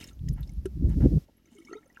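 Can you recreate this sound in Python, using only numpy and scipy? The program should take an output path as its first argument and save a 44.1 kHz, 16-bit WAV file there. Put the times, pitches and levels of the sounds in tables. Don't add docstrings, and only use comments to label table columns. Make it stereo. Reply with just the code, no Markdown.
import sys
import numpy as np
from scipy import signal
from scipy.fft import rfft, irfft, next_fast_len
from scipy.io import wavfile
from scipy.ndimage import uniform_filter1d, map_coordinates

SR = 44100
rng = np.random.default_rng(int(sys.argv[2]) if len(sys.argv) > 2 else 0)


def nominal_scale(level):
    x = np.asarray(level, float) / 20
    return 10 ** x


def log_audio(samples):
    frames = np.atleast_2d(samples).T
    limited = np.clip(frames, -1, 1)
    pcm = np.round(limited * 32767).astype(np.int16)
    wavfile.write(sys.argv[1], SR, pcm)


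N = 88200


def unit(x):
    return x / np.sqrt(np.mean(x ** 2, -1, keepdims=True) + 1e-20)


def along(points, hz):
    point_hz, value = np.transpose(points)
    return np.interp(np.log(hz + 1), np.log(point_hz + 1), value)


def curve(rows):
    return np.interp(np.arange(N) / SR, *np.transpose(rows))


def wobble(rate_hz):
    knots = rng.standard_normal(int(N * 900 / SR) + 4)
    return map_coordinates(knots, [np.arange(N) * min(rate_hz, 900) / SR])


def filtered(x, response):
    size = next_fast_len(N + 8192)
    spectrum = rfft(x, size) * response(np.fft.rfftfreq(size, 1 / SR))
    return irfft(spectrum, size)[..., :N]


def noise(points, channels):
    return unit(filtered(rng.standard_normal((channels, N)), lambda f: nominal_scale(along(points, f))))


def bell(f, centre_hz, log_width):
    return np.exp(-.5 * (np.log((f + 1) / centre_hz) / log_width) ** 2)


def place(starts_s, rows):
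    first = np.round(np.asarray(starts_s) * SR).astype(int)[:, None]
    at = (first + np.arange(rows.shape[1])).ravel()
    return np.bincount(at, rows.ravel(), N + SR)[:N]


def rubs():
    # start_s, length_s, level_db, centre_hz
    rub_rows = [(0, 0.09, -51.5, 3460), (0.066, 0.068, -59, 4130), (0.362, 0.09, -62.5, 1200),
                (0.888, 0.087, -59.5, 1470), (.892, 0.024, -61, 6400), (1.002, 0.1, -54.5, 1130),
                (1.284, 0.023, -61.5, 510), (0.453, 0.092, -67, 500), (1.5, 0.46, -72.5, 4640),
                (1.23, 0.63, -81, 2520), (1.511, 0.052, -72, 820), (1.777, 0.28, -74, 900),
                (1.942, 0.074, -70, 2320)]
    log_width, grain_db, grain_hz = 0.61, 3.5, 300
    t = np.arange(N) / SR
    out = np.zeros(N)
    for start_s, length_s, level_db, centre_hz in rub_rows:
        band = unit(filtered(rng.standard_normal(N),
                             lambda f: bell(f, centre_hz, log_width) * (centre_hz / (f + 1)) ** .5))
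        attack = np.clip((t - start_s) / (0.039 * length_s), 0, 1)
        release = np.clip((start_s + 0.83 * length_s - t) / (0.41 * length_s), 0, 1)
        out += nominal_scale(level_db) * attack * release * unit(band * nominal_scale(grain_db * wobble(grain_hz)))
    return out


def ticks():
    # start_s, peak_db, pitch_hz, t60_s
    tick_rows = [(.016, -35, 4700, 0.0042), (.026, -40.5, 2460, 0.034), (.041, -24.5, 5500, 0.005),
                 (.074, -42.5, 6700, 0.014), (.088, -44.5, 3555, 0.027), (.131, -46, 6330, 0.0062),
                 (.192, -49, 3360, 0.0081), (.284, -46.5, 1910, 0.016), (.285, -46, 3110, 0.0088),
                 (.287, -31, 5150, 0.0092), (.288, -32, 6570, 0.0057), (.329, -55, 11600, 0.022),
                 (.337, -46, 10400, 0.008), (.407, -35, 12800, 0.004), (.429, -46, 3670, 0.034),
                 (.474, -48.5, 5290, 0.016), (.493, -46, 6100, 0.012), (.492, -54.5, 2260, 0.021),
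                 (.518, -59, 9900, 0.013), (.535, -55, 10600, 0.01), (0.11, -58, 1343, 0.049),
                 (1.456, -62, 6060, 0.027), (1.585, -60, 9500, 0.021), (1.65, -53, 6380, 0.024),
                 (1.649, -50, 5450, .015), (1.456, -58, 2280, 0.016), (1.549, -62, 6630, 0.055),
                 (1.598, -55.5, 6030, 0.012), (1.843, -66.5, 7400, .01), (1.858, -62, 6300, 0.016),
                 (1.895, -62.5, 6240, 0.019), (1.984, -60, 5840, 0.011), (1.875, -64.5, 9600, 0.023),
                 (1.927, -46, 5400, 0.0038), (1.947, -56, 6800, 0.0081), (1.972, -46, 5000, 0.0036)]
    phase_noise, apart = .27, .9
    crack_db, crack_t60_s, rise_s = -11, .005, .0012
    start_s, peak_db, pitch_hz, t60_s = np.transpose(tick_rows)[:, :, None]
    t = np.arange(2600) / SR
    draw = rng.standard_normal((4, len(start_s), len(t)))
    steps = draw[0] + apart * draw[2:]
    drift = np.cumsum(steps, 2) * phase_noise * np.sqrt(pitch_hz / 20000)
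    ring = nominal_scale(-60 * t / t60_s) * np.sin(2 * np.pi * pitch_hz * t + drift)
    crack = nominal_scale(crack_db - 60 * t / crack_t60_s) * np.diff(draw[1], prepend=0) * .5
    envelope = nominal_scale(peak_db + 4.5) * (1 - np.exp(-t / rise_s))
    return np.array([place(start_s[:, 0], envelope * (side + crack)) for side in ring])


def knock():
    # mode_hz, level_db, t60_s
    modes = [
        (377, 2, .036),
        (1351, -29, .022),
        (1529, -25, .022),
        (2536, -38, .022),
    ]
    start_s, level_db = .6553, 7.5
    swell, crack_db, crack_t60_s = 0.12, -41.5, .025
    t = np.arange(SR // 8) / SR
    ring = np.zeros(len(t))
    for mode_hz, mode_db, t60_s in modes:
        rise = 1 - np.exp(-t * mode_hz / 380 / swell)
        ring += nominal_scale(mode_db - 60 * t / t60_s) * rise * np.sin(2 * np.pi * mode_hz * t)
    grit = uniform_filter1d(rng.standard_normal(len(t)), size=3)
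    crack = nominal_scale(crack_db - 60 * t / crack_t60_s) * (1 - np.exp(-t / .001)) * grit
    return place([start_s], nominal_scale(level_db) * (ring + crack)[None])


def bubbles(count=260):
    # start_s, peak_db, pitch_hz, t60_s
    gulps = [(1.388, -64, 1243, 0.055), (1.369, -70, 11220, 0.059), (1.728, -42.5, 4340, 0.032),
             (1.73, -50.5, 6330, 0.028), (1.57, -64, 2150, 0.045), (1.617, -65, 2204, 0.041),
             (1.584, -57.5, 3030, 0.013), (1.647, -60, 2930, 0.027), (1.705, -58, 2670, 0.032),
             (1.695, -48, 1285, 0.025), (1.746, -54, 2110, 0.024), (1.764, -55, 890, 0.018),
             (1.83, -59, 1780, 0.022), (1.862, -62.5, 1300, 0.027), (1.9, -61.5, 1914, 0.037),
             (1.73, -48, 690, 0.035), (1.517, -53, 229, 0.12), (1.55, -51.5, 399, 0.086),
             (1.584, -51.5, 326.7, 0.14), (1.587, -56.5, 1240, 0.063), (1.646, -56, 244, 0.13),
             (1.672, -51.5, 2200, 0.057), (1.685, -53, 1189, 0.15), (1.693, -44.5, 338, 0.056),
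             (1.712, -31.5, 390, 0.021), (1.711, -47.5, 1266, 0.044), (1.726, -28.5, 370, 0.035),
             (1.73, -33, 1307, 0.023), (1.733, -37.5, 1865, 0.018), (1.752, -39.5, 420.5, 0.076),
             (1.752, -54, 1257, 0.1), (1.768, -57.5, 3710, 0.036), (1.778, -57.5, 1325, 0.082),
             (1.857, -54, 523, 0.041), (1.954, -55.5, 2420, 0.045), (1.962, -60, 2700, 0.019),
             (1.972, -39, 1490, 0.019), (1.988, -56.5, 1091, 0.16), (1.996, -50.5, 830, 0.035)]
    # tone_hz, level_db
    hollow = [(340, -66), (1270, -70), (2200, -70), (3300, -73), (6200, -73)]
    # time_s, level_db
    slosh = [
        (1.44, 2),
        (1.55, -2.5),
        (1.73, 13),
        (1.8, 4),
        (1.9, -12),
        (2, -15),
    ]
    spread, cycles, scatter_db = .075, 12, 2.5
    draw, when = rng.standard_normal((count, 3)), rng.random((count, 1))
    place_in_slosh = (np.arange(count)[:, None] + 5 * when) / (count + 5)
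    start_s = slosh[0][0] + place_in_slosh * (slosh[-1][0] - slosh[0][0])
    tone_hz, tone_db = np.array(hollow)[np.arange(count) % len(hollow)].T[:, :, None]
    pitch_hz = tone_hz * np.exp(spread * draw[:, :1] * (1 + 300 / tone_hz))
    peak_db = tone_db + np.interp(start_s, *np.transpose(slosh)) + scatter_db * draw[:, 1:2]
    t60_s = cycles * np.exp(0.51 * draw[:, 2:]) / np.sqrt(pitch_hz * 400)
    singles = ringing(*np.transpose(gulps)[:, :, None])
    return singles + ringing(start_s, peak_db, pitch_hz, t60_s)


def ringing(start_s, peak_db, pitch_hz, t60_s):
    pitch_rise, onset_cycles = .04, 2.2
    break_db, break_hz = 3.2, 160
    t = np.arange(SR // 8) / SR
    phase = 2 * np.pi * pitch_hz * t * (1 + pitch_rise * t / t60_s)
    onset = 1 - np.exp(-t * pitch_hz / onset_cycles)
    rings = nominal_scale(peak_db + 5.5 - 60 * t / t60_s) * onset * np.sin(phase)
    return place(start_s[:, 0], rings) * nominal_scale(break_db * wobble(break_hz))


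def near_sounds():
    # freq_hz, level_db
    side_db = [(300, 9.5), (1300, -0.5), (3500, 8.5), (10000, 13)]
    water_right_db = 3.5
    lag_s, echo_db, echo_t60_s = .0001, -2.5, 0.024
    water = nominal_scale(water_right_db * np.c_[[-.5, .5]]) * bubbles()
    near = rubs() + ticks() + knock() + water
    t = np.arange(SR // 10) / SR
    tail = rng.standard_normal((2, len(t))) * nominal_scale(-60 * t / echo_t60_s)
    wet = signal.fftconvolve(near, tail / np.linalg.norm(tail[0]), axes=1)[:, :N]
    side = np.c_[[.5, -.5]]
    return filtered(near + nominal_scale(echo_db) * wet,
                    lambda f: nominal_scale(side * along(side_db, f)) * np.exp(2j * np.pi * f * lag_s * side))


def wind():
    # time_s, strength_db
    gust_left = [(0, -53), (.26, -39.5), (.52, -41.5), (.66, -31), (.73, -40.5), (.82, -25), (1.14, -40),
                 (1.21, -38), (1.27, -54.5), (1.6, -61.5)]
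    gust_right = [(0, -50), (.16, -38), (.21, -27), (.31, -17.5), (.43, -29.5), (.53, -29.5), (.74, -29.5),
                  (.84, -13), (.94, -19), (.975, -14.5), (1.06, -7.5), (1.1, -15.5), (1.18, -13),
                  (1.2, -74)]
    # centre_s, peak_db, pitch_hz
    thumps_left = [(.665, -34.5, 59), (0.815, -27, 70), (0.973, -23, 64), (1.119, -24.5, 71),
                   (0.89, -23, 135), (1.006, -42, 135), (1.115, -24, 142), (1.154, -28, 151)]
    thumps_right = [(.215, -23, 75.6), (.773, -29.5, 294), (.34, -23.5, 68.4), (0.428, -18.5, 56),
                    (0.588, -20, 61), (0.758, -25, 71), (0.825, -20, 54.3), (.853, -9.5, 59),
                    (.909, -16.5, 56.4), (0.982, -14.5, 68.4), (1.015, -16, 71.5), (1.067, -8, 59.6),
                    (1.126, -13, 66), (1.161, -15.5, 76), (0.214, -29.5, 127), (0.268, -20.5, 125),
                    (0.308, -14.5, 131), (.413, -22.5, 140), (.577, -28.5, 163), (.777, -23.5, 138),
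                    (0.806, -21, 150), (0.829, -29, 164), (0.888, -18, 134), (0.922, -20, 142),
                    (.965, -11, 164), (1.007, -22, 143), (1.038, -6, 140), (1.082, -22.5, 146),
                    (1.118, -22.5, 163.5), (1.144, -12, 152), (1.159, -10, 171), (1.178, -13, 151),
                    (.829, -15, 268), (.977, -15.5, 264), (1.026, -22.5, 240), (1.043, -9.5, 243),
                    (1.059, -4.5, 286), (1.125, -20.5, 300), (1.174, -18, 240), (1.041, -28, 563),
                    (1.065, -16, 465), (1.131, -25, 472)]
    # left_db, right_db
    full_db = (-15, -12)
    # time_s, level_db
    hiss_db = [(.2, -67.5), (.3, -64), (.75, -67), (.89, -61.5), (1.05, -54), (1.16, -58), (1.245, -62),
               (1.255, -72.5)]
    # freq_hz, density_db
    hiss_colour = [(590, 28.5), (1000, -67), (1670, 13.5), (5370, 21), (8880, 11.5), (13000, 17),
                   (16300, -74)]
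    hiss_right_db = -11
    ports = np.array([buffet(gust_left, full_db[0], thumps_left),
                      buffet(gust_right, full_db[1], thumps_right)])
    hiss = nominal_scale(curve(hiss_db) + 0.96 * wobble(24.34)) * noise(hiss_colour, channels=2)
    return ports + hiss * nominal_scale([[0], [hiss_right_db]])


def buffet(gust, full_db, singles):
    # centre_hz, log_width, level_db, growth_db_per_db
    eddies = [
        (52.8, 0.44, -1, 0.5),
        (140, 0.37, -4, 0.77),
        (248.6, 0.32, -8, 2),
        (508, 0.24, -25.5, 2),
    ]
    # freq_hz, level_db
    port = [(15, -14), (45, 0), (450, -3.5), (1000, -8.5)]
    lump_db, lump_hz = 2, 39
    lean, bed_db = .2, -4.5
    strength_db = curve(gust)
    bed = np.zeros(N)
    for centre_hz, log_width, level_db, growth in eddies:
        band = unit(filtered(rng.standard_normal(N), lambda f: bell(f, centre_hz, log_width)))
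        bed += nominal_scale(level_db + growth * (strength_db - full_db) + lump_db * wobble(lump_hz)) * band
    bed = bed / np.sqrt(np.abs(uniform_filter1d(bed ** 2, size=1800)) + 1e-9)
    leaning = bed + lean * (bed ** 2 - 1)
    pressure = nominal_scale(strength_db + bed_db) * leaning + thumps(singles)
    return filtered(pressure, lambda f: nominal_scale(along(port, f)))


def thumps(rows):
    half_s, shrink, level_db = 0.0077, 0.68, 0.5
    centre_s, peak_db, pitch_hz = np.transpose(rows)[:, :, None]
    t = np.arange(-2000, 2000) / SR
    phase = .8 * rng.standard_normal((len(centre_s), 1))
    swell = np.exp(-.5 * (t / (half_s * (100 / pitch_hz) ** shrink)) ** 2)
    burst = swell * np.cos(2 * np.pi * pitch_hz * t + phase)
    return place(centre_s[:, 0] + t[0], nominal_scale(peak_db + level_db) * burst)


def open_air():
    # freq_hz, density_db
    air_colour = [(40, -34), (150, 2.5), (400, 0), (900, -12), (2500, -18), (8900, -35), (11600, -19.5),
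                  (16300, -26)]
    # left_db, right_db
    air_db = (-55.5, -59.5)
    alike = 0.081
    a, b = noise(air_colour, channels=2)
    pair = unit(np.array([a, alike * a + (1 - alike) * b]))
    return nominal_scale(np.array(air_db)[:, None] + 1.24 * wobble(11.62)) * pair


def far_pump():
    # freq_hz, level_db
    pump_colour = [(40, -5), (130, -3.5), (240, 3), (340, -4.5), (500, -26.5), (2000, -110)]
    # left_db, right_db
    pump_db = (-53, -57)
    rate_hz, jitter_cycles = 43.95, .012
    k = np.arange(int(N / SR * rate_hz))
    draw = rng.standard_normal((len(k), 2))
    starts_s = (k + .57 + jitter_cycles * draw[:, 0]) / rate_hz
    pulses = place(starts_s, nominal_scale(1.5 * draw[:, 1:]))
    return nominal_scale(np.array(pump_db)[:, None]) * unit(filtered(pulses, lambda f: nominal_scale(along(pump_colour, f))))


def background():
    # time_s, gain_db
    gain_db = [(0, 4.5), (.2, -10.5), (1.2, -3), (1.27, -14), (2, -12.5)]
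    return nominal_scale(curve(gain_db)) * (open_air() + far_pump())


def scene():
    return near_sounds() + wind() + background()


def low_pass(x):
    return signal.sosfilt(signal.butter(12, 16440, fs=SR, output="sos"), x)


def record(dry):
    mix = filtered(dry, lambda f: f < 16350)
    return low_pass(mix)


dry = scene()
out = record(dry)
log_audio(out)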